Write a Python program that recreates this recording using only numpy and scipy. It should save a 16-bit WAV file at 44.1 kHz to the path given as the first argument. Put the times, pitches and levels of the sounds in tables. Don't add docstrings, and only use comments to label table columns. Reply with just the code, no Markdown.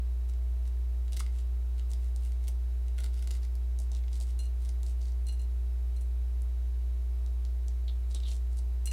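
import sys
import numpy as np
from scipy import signal
from scipy.fft import rfft, irfft, next_fast_len
from scipy.io import wavfile
from scipy.ndimage import map_coordinates

SR = 44100
rng = np.random.default_rng(int(sys.argv[2]) if len(sys.argv) > 2 else 0)


def wav_out(sig):
    wavfile.write(sys.argv[1], SR, np.round(np.clip(np.atleast_2d(sig).T, -1, 1) * 32767).astype(np.int16))


N = 393372


def amp(db):
    return 10 ** (np.asarray(db) / 20)


def unit(x):
    return x / np.sqrt(np.mean(x ** 2) + 1e-20)


def along(points, hz):
    f, v = np.transpose(points)
    return np.interp(np.log(hz + 1), np.log(f), v)


def add(track, s, sound):
    slot = track[max(0, round(s * SR)):][:len(sound)]
    slot += sound[:len(slot)]


def coloured(x, gain_db, size=1024):
    cepstrum = irfft(np.log(amp(gain_db(np.fft.rfftfreq(size, 1 / SR))) + 1e-6))
    cepstrum[1:size // 2] *= 2
    cepstrum[size // 2 + 1:] = 0
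    impulse = irfft(np.exp(rfft(cepstrum)))
    return signal.fftconvolve(x, impulse)[:len(x)]


def noise(spectrum):
    size = next_fast_len(N)
    gain = amp(along(spectrum, np.fft.rfftfreq(size, 1 / SR)))
    return unit(irfft(rfft(rng.standard_normal(size)) * gain, size)[:N])


def wobble(rate):
    knots = rng.standard_normal(int(N * rate / SR) + 4)
    return map_coordinates(knots, [np.arange(N) * rate / SR])


def background(mains_hz=60, waver_db=0.2, drift_rad=0.15, rumble_db=-56, air_db=-64, hiss_db=-67.5):
    # harmonic number, rms level/dB
    harmonics = [(1, -30), (2, -64), (3, -79), (4, -79.5), (5, -74.5), (7, -71), (8, -82.5), (9, -79.5),
                 (11, -72), (13, -77), (15, -82.5)]
    # f/Hz, rms level/dB
    fan_tones = [(368, -66), (3848, -82), (11434, -94)]
    # f/Hz, relative level/dB
    rumble = [(15, -13), (30, -8.5), (50, 2.5), (85, -0.5), (110, -11), (160, -50), (300, -42.5)]
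    air = [(80, 11.5), (150, 5), (350, 3.5), (600, 1), (900, -0.5), (1300, -4), (2500, -18.5)]
    hiss = [(560, -37), (950, -4.5), (2310, -3), (3600, -7.5), (4000, -5), (4190, -7.5), (9060, -12),
            (9830, -11), (15500, -15)]
    t = np.arange(N) / SR
    tone = lambda hz, db, phase: np.sqrt(2) * amp(db) * np.sin(2 * np.pi * (hz * t + rng.random()) + phase)
    hum = amp(waver_db * wobble(11)) * sum(tone(k * mains_hz, db, 0) for k, db in harmonics)
    lowest_hz = fan_tones[0][0]
    fan = sum(tone(hz, db, drift_rad * np.sqrt(hz / lowest_hz) * wobble(3.1)) for hz, db in fan_tones)
    wash = amp(rumble_db) * noise(rumble) + amp(air_db) * noise(air) + amp(hiss_db) * noise(hiss)
    return hum + fan + wash


def whine(hz=10010, drift_rad=1.8):
    # t/s, rms level/dB
    ride = [(0, -92), (4.6, -85), (5.2, -81), (6.4, -86), (7.3, -85), (8, -88)]
    t = np.arange(N) / SR
    gain = np.sqrt(2) * amp(np.interp(t, *np.transpose(ride)))
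    return gain * np.sin(2 * np.pi * hz * t + drift_rad * wobble(40))


def looseness(s):
    # t/s, nominal bandwidth/octaves, splintering t60/s
    loosening = [(1, .66, 0.015), (2.1, 0.62, 0.014), (3.05, 0.93, 0.021), (3.85, .42, 0.018),
                 (4.8, 0.6, 0.021), (5.05, 0.3, 0.02), (7.5, 0.43, .008), (8.4, 0.39, 0.028)]
    times, octaves, t60 = np.transpose(loosening)
    return np.interp(s, times, octaves), np.interp(s, times, t60)


def grains(n, rate, scatter_db, rub):
    sizes = amp(scatter_db * np.minimum(rng.exponential(size=n), 3))
    fires = rng.random(n) < rate / SR
    return fires * sizes * rng.choice([-1, 1], n) + rub * rng.standard_normal(n)


def shell(x, centre_hz, octaves, spread=1.09, shelf_hz=10400, shelf_db=-4, ripple_db=1.4, ripple_hz=600):
    # f/Hz, width/Hz, boost/dB
    resonances = [(1420, 145, 9.5), (2070, 180, 8.5), (2820, 190, 4), (3820, 880, 2.5), (5600, 540, 1),
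                  (9560, 2800, 4.5)]
    knots = rng.standard_normal(size=128)

    def gain_db(f):
        distance = np.log2((f + 1) / centre_hz) / (spread * octaves)
        hump = -5 / np.log(10) * distance ** 2 - 10 * np.log10(1 + f / centre_hz)
        hollow = sum(db * np.exp(-((f - hz) / width) ** 2) for hz, width, db in resonances)
        ripple = ripple_db * map_coordinates(knots, [f / ripple_hz], mode="mirror")
        soft_top = shelf_db / (1 + (shelf_hz / (f + 1)) ** 20)
        return hump + hollow + ripple + soft_top

    return coloured(x, gain_db)


def crackle(rate=380, crowding=0.78, trim_db=-2, broader=1.24):
    # start t/s, end t/s, level/dB before trim, centre f/Hz
    strokes = [(0.273, 0.31, -66, 8100), (0.656, 0.692, -65, 7000), (1.113, 1.149, -58.5, 6300),
               (1.164, 1.179, -46.5, 6550), (1.192, 1.21, -42.5, 6200), (1.298, 1.436, -64, 4600),
               (1.769, 1.808, -64, 4500), (1.891, 1.927, -60.5, 9000), (1.98, 2.12, -68, 6000),
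               (2.198, 2.306, -62, 7200), (2.413, 2.473, -65.5, 6000), (2.961, 3.085, -61.5, 5000),
               (3.107, 3.27, -61.5, 6000), (3.305, 3.392, -60.5, 5400), (3.412, 3.462, -60, 4700),
               (3.782, 3.852, -64, 6960), (3.915, 4.004, -63, 4860), (4.112, 4.193, -60, 5900),
               (4.191, 4.252, -57.5, 6500), (4.251, 4.334, -63, 5500), (4.594, 4.73, -64.5, 6500),
               (4.837, 4.94, -63.5, 6200), (4.984, 5.12, -64.5, 5500), (8.087, 8.144, -63, 6000),
               (8.243, 8.389, -57.5, 6800), (8.507, 8.55, -68, 7500), (8.557, 8.605, -60, 7170)]
    out = np.zeros(N)
    usual_db = np.median(np.transpose(strokes)[2])
    for start, end, db, centre_hz in strokes:
        n = max(round((end - start) * SR), SR // 200)
        density = rate * amp(crowding * (db - usual_db))
        cracks = np.sqrt(np.hanning(n)) * grains(n, density, scatter_db=5, rub=0.12)
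        stroke = shell(cracks, centre_hz, broader * looseness(start)[0])
        add(out, start, amp(db + trim_db) * unit(stroke))
    return out


def fracture(centre_hz, octaves, t60, spike=13, ring=0.39, ring_t60=0.014, size=1024):
    t = np.arange(size) / SR
    splinters = rng.standard_normal(size) * amp(5.2 * rng.standard_normal(size))
    rasp = 0.92 * splinters * amp(-60 * t / t60)
    rasp[0] = spike
    flake_hz = centre_hz * np.exp(0.14 * rng.standard_normal())
    flake = ring * np.sin(2 * np.pi * flake_hz * t) * amp(-60 * t / ring_t60)
    snap = shell(rasp + flake, centre_hz, octaves)
    return snap / np.sqrt(np.mean(snap[:150] ** 2))


def snaps(push_db=-70, push_follows=0.71, usual_db=-50, push_t60=0.098):
    # t/s, attack level/dB, centre f/Hz
    breaks = [(0.297, -57, 5600), (0.337, -60.5, 5300), (0.655, -59.5, 3420), (0.678, -61, 6000),
              (1.081, -56.5, 4000), (1.123, -51, 6600), (1.132, -45.5, 5400), (1.143, -56, 5200),
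              (1.1713, -43.5, 6300), (1.201, -49.5, 6100), (1.205, -45, 3500), (1.2647, -51, 3600),
              (1.796, -52.5, 4150), (1.9162, -50.5, 7000), (1.9348, -47.5, 6300), (2.162, -49.5, 7100),
              (2.321, -56, 5200), (2.473, -54.5, 4650), (2.4809, -44.5, 8600), (2.485, -46, 8300),
              (2.883, -56, 4400), (2.982, -50, 4900), (2.987, -46.5, 4150), (3.005, -47.5, 6300),
              (3.037, -52, 4600), (3.0423, -44, 5900), (3.062, -50.5, 5500), (3.226, -51, 5170),
              (3.274, -46, 5450), (3.308, -46, 5100), (3.312, -43.5, 6500), (3.352, -54, 4700),
              (3.554, -55, 8000), (3.789, -48, 7350), (3.801, -50, 8500), (3.917, -50, 5700),
              (3.9496, -50.5, 5000), (4.038, -58.5, 3180), (4.082, -56, 3920), (4.131, -51.5, 5150),
              (4.156, -54, 5300), (4.202, -48.5, 6900), (4.211, -49, 5170), (4.65, -55, 6050),
              (4.6919, -49, 5630), (4.832, -49.5, 6700), (4.865, -51.5, 5670), (5.016, -57, 5040),
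              (5.055, -57, 5100), (5.121, -59, 5500), (6.42, -55, 9300), (7.263, -56, 5500),
              (7.451, -53, 5000), (7.683, -49.5, 6100), (7.881, -57.5, 3930), (8.111, -55, 5270),
              (8.1477, -41, 5720), (8.202, -53, 4460), (8.235, -52.5, 4030), (8.2843, -49.5, 4700),
              (8.315, -49, 5150), (8.589, -52, 7340)]
    # f/Hz, relative level/dB
    flesh = [(70, -20), (160, 6), (260, -0.5), (500, -5.5), (800, -6), (1400, -23), (3000, -42.5)]
    out, t = np.zeros(N), np.arange(SR // 10) / SR
    for s, db, centre_hz in breaks:
        add(out, s, amp(db) * fracture(centre_hz, *looseness(s)))
        jolt = rng.standard_normal(len(t)) * amp(-60 * t / push_t60)
        push = coloured(jolt, lambda f: along(flesh, f))
        add(out, s, amp(push_db + push_follows * (db - usual_db)) * unit(push))
    return out


def pop(start_s=1.2025, length_s=0.006, db=-45):
    out, n = np.zeros(N), round(length_s * SR)
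    burst = np.sqrt(np.hanning(n)) * rng.standard_normal(n)
    add(out, start_s, amp(db) * unit(shell(burst, centre_hz=1250, octaves=0.24)))
    return out


def dish(skitter=0.45, skitter_t60=0.058, pivot_hz=5500, tick_hz=8200, tick_db=-5.5, rattle_t60=0.15):
    # t/s, level/dB, brightness/(dB per octave), second mode's gain at that spot/dB
    drops = [(4.391, -44.5, 1.5, 6), (4.403, -51, 1, -6), (4.435, -54, 2, 1), (4.455, -54, -0.5, 3),
             (5.268, -48.5, 5, 6), (5.286, -44, -4, 6), (5.325, -52.5, 5, -1), (5.395, -53, -2, 2),
             (5.417, -56, 5, -2.5), (5.964, -55.5, 3, 6), (6.011, -56, 10, -1), (8.857, -37.5, 10, -7),
             (8.872, -38, -4, -1), (8.9135, -37.5, -4, -18)]
    # f/Hz, relative level/dB, t60/s
    modes = [(2848, 0, .075), (4156, 1, .1), (5927, -4, .065), (7289, -10, .07), (7740, -8, .06),
             (7930, -5, .065), (9663, -5, .07), (10600, -12, .07), (12140, -16, .06), (13400, -17, .06)]
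    out, t = np.zeros(N), np.arange(SR // 4) / SR
    hz, mode_db, t60 = np.transpose(modes)[:, :, None]
    free = amp(-60 * t / t60) * np.sin(2 * np.pi * hz * t)
    for s, db, bright, second_db in drops:
        contact = skitter * rng.standard_normal(len(t)) * amp(-60 * t / skitter_t60)
        contact[0] = 1
        fed = signal.fftconvolve(free, contact[None], axes=1)[:, :len(t)]
        fed *= (free.std(1) / fed.std(1))[:, None]
        strength = amp(mode_db + bright * np.log2(hz / pivot_hz))
        strength[1] *= amp(second_db)
        ring = (strength * fed).sum(0) / np.linalg.norm(strength)
        rattle = shell(rng.standard_normal(len(t)) * amp(-60 * t / rattle_t60), tick_hz, octaves=1)
        tick = fracture(tick_hz, octaves=0.27, t60=0.0316)
        add(out, s, amp(db) * (ring + amp(-11) * rattle))
        add(out, s, amp(db + tick_db + 0.44 * bright) * tick)
    return out


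def membrane(sag_hz_per_s=12000, width_hz=1150, attack_s=0.001, trim_db=-1.5):
    # start t/s, length/s, level/dB before trim, starting f/Hz
    tears = [(7.879, .024, -53, 3800), (8.143, 0.038, -54, 3950), (8.23, .11, -56, 3950)]
    out = np.zeros(N)
    pole = np.exp(-np.pi * width_hz / SR)
    for start, length, db, hz in tears:
        t = np.arange(round(length * SR)) / SR
        slips = grains(len(t), rate=600, scatter_db=4, rub=0.069)
        glide = np.exp(2j * np.pi * np.cumsum(hz - sag_hz_per_s * t) / SR)
        strip = (glide * signal.lfilter([1], np.poly([pole, pole]), slips / glide)).imag
        pull = (1 - np.exp(-t / attack_s)) * np.sqrt(1 - t / length)
        add(out, start, amp(db + trim_db) * unit(strip * pull))
    return out


def room(x, predelay_s=0.003):
    # f/Hz, t60/s
    decay = [(200, 0.15), (2000, 0.26), (6000, 0.22), (14000, 0.142)]
    hz, t, bands = signal.stft(rng.standard_normal(SR // 3), SR, nperseg=256)
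    tail = signal.istft(bands * amp(-60 * t / along(decay, hz)[:, None]), SR, nperseg=256)[1]
    impulse = np.pad(tail / np.linalg.norm(tail), (round(predelay_s * SR), 0))
    return signal.fftconvolve(x, impulse)[:N]


def scene(egg_send_db=-7.5, pop_send_db=-13, dish_send_db=-10):
    egg = snaps() + crackle() + membrane()
    cave_in, clinks = pop(), dish()
    reverb = room(amp(egg_send_db) * egg + amp(pop_send_db) * cave_in + amp(dish_send_db) * clinks)
    return (egg + cave_in + clinks + reverb + background() + whine())[None]


def record(dry):
    top_hz = 15900
    low_pass = signal.firwin(255, top_hz, fs=SR, window="blackmanharris")
    return signal.fftconvolve(dry, low_pass[None], "same", axes=1)


dry = scene()
out = record(dry)
wav_out(out)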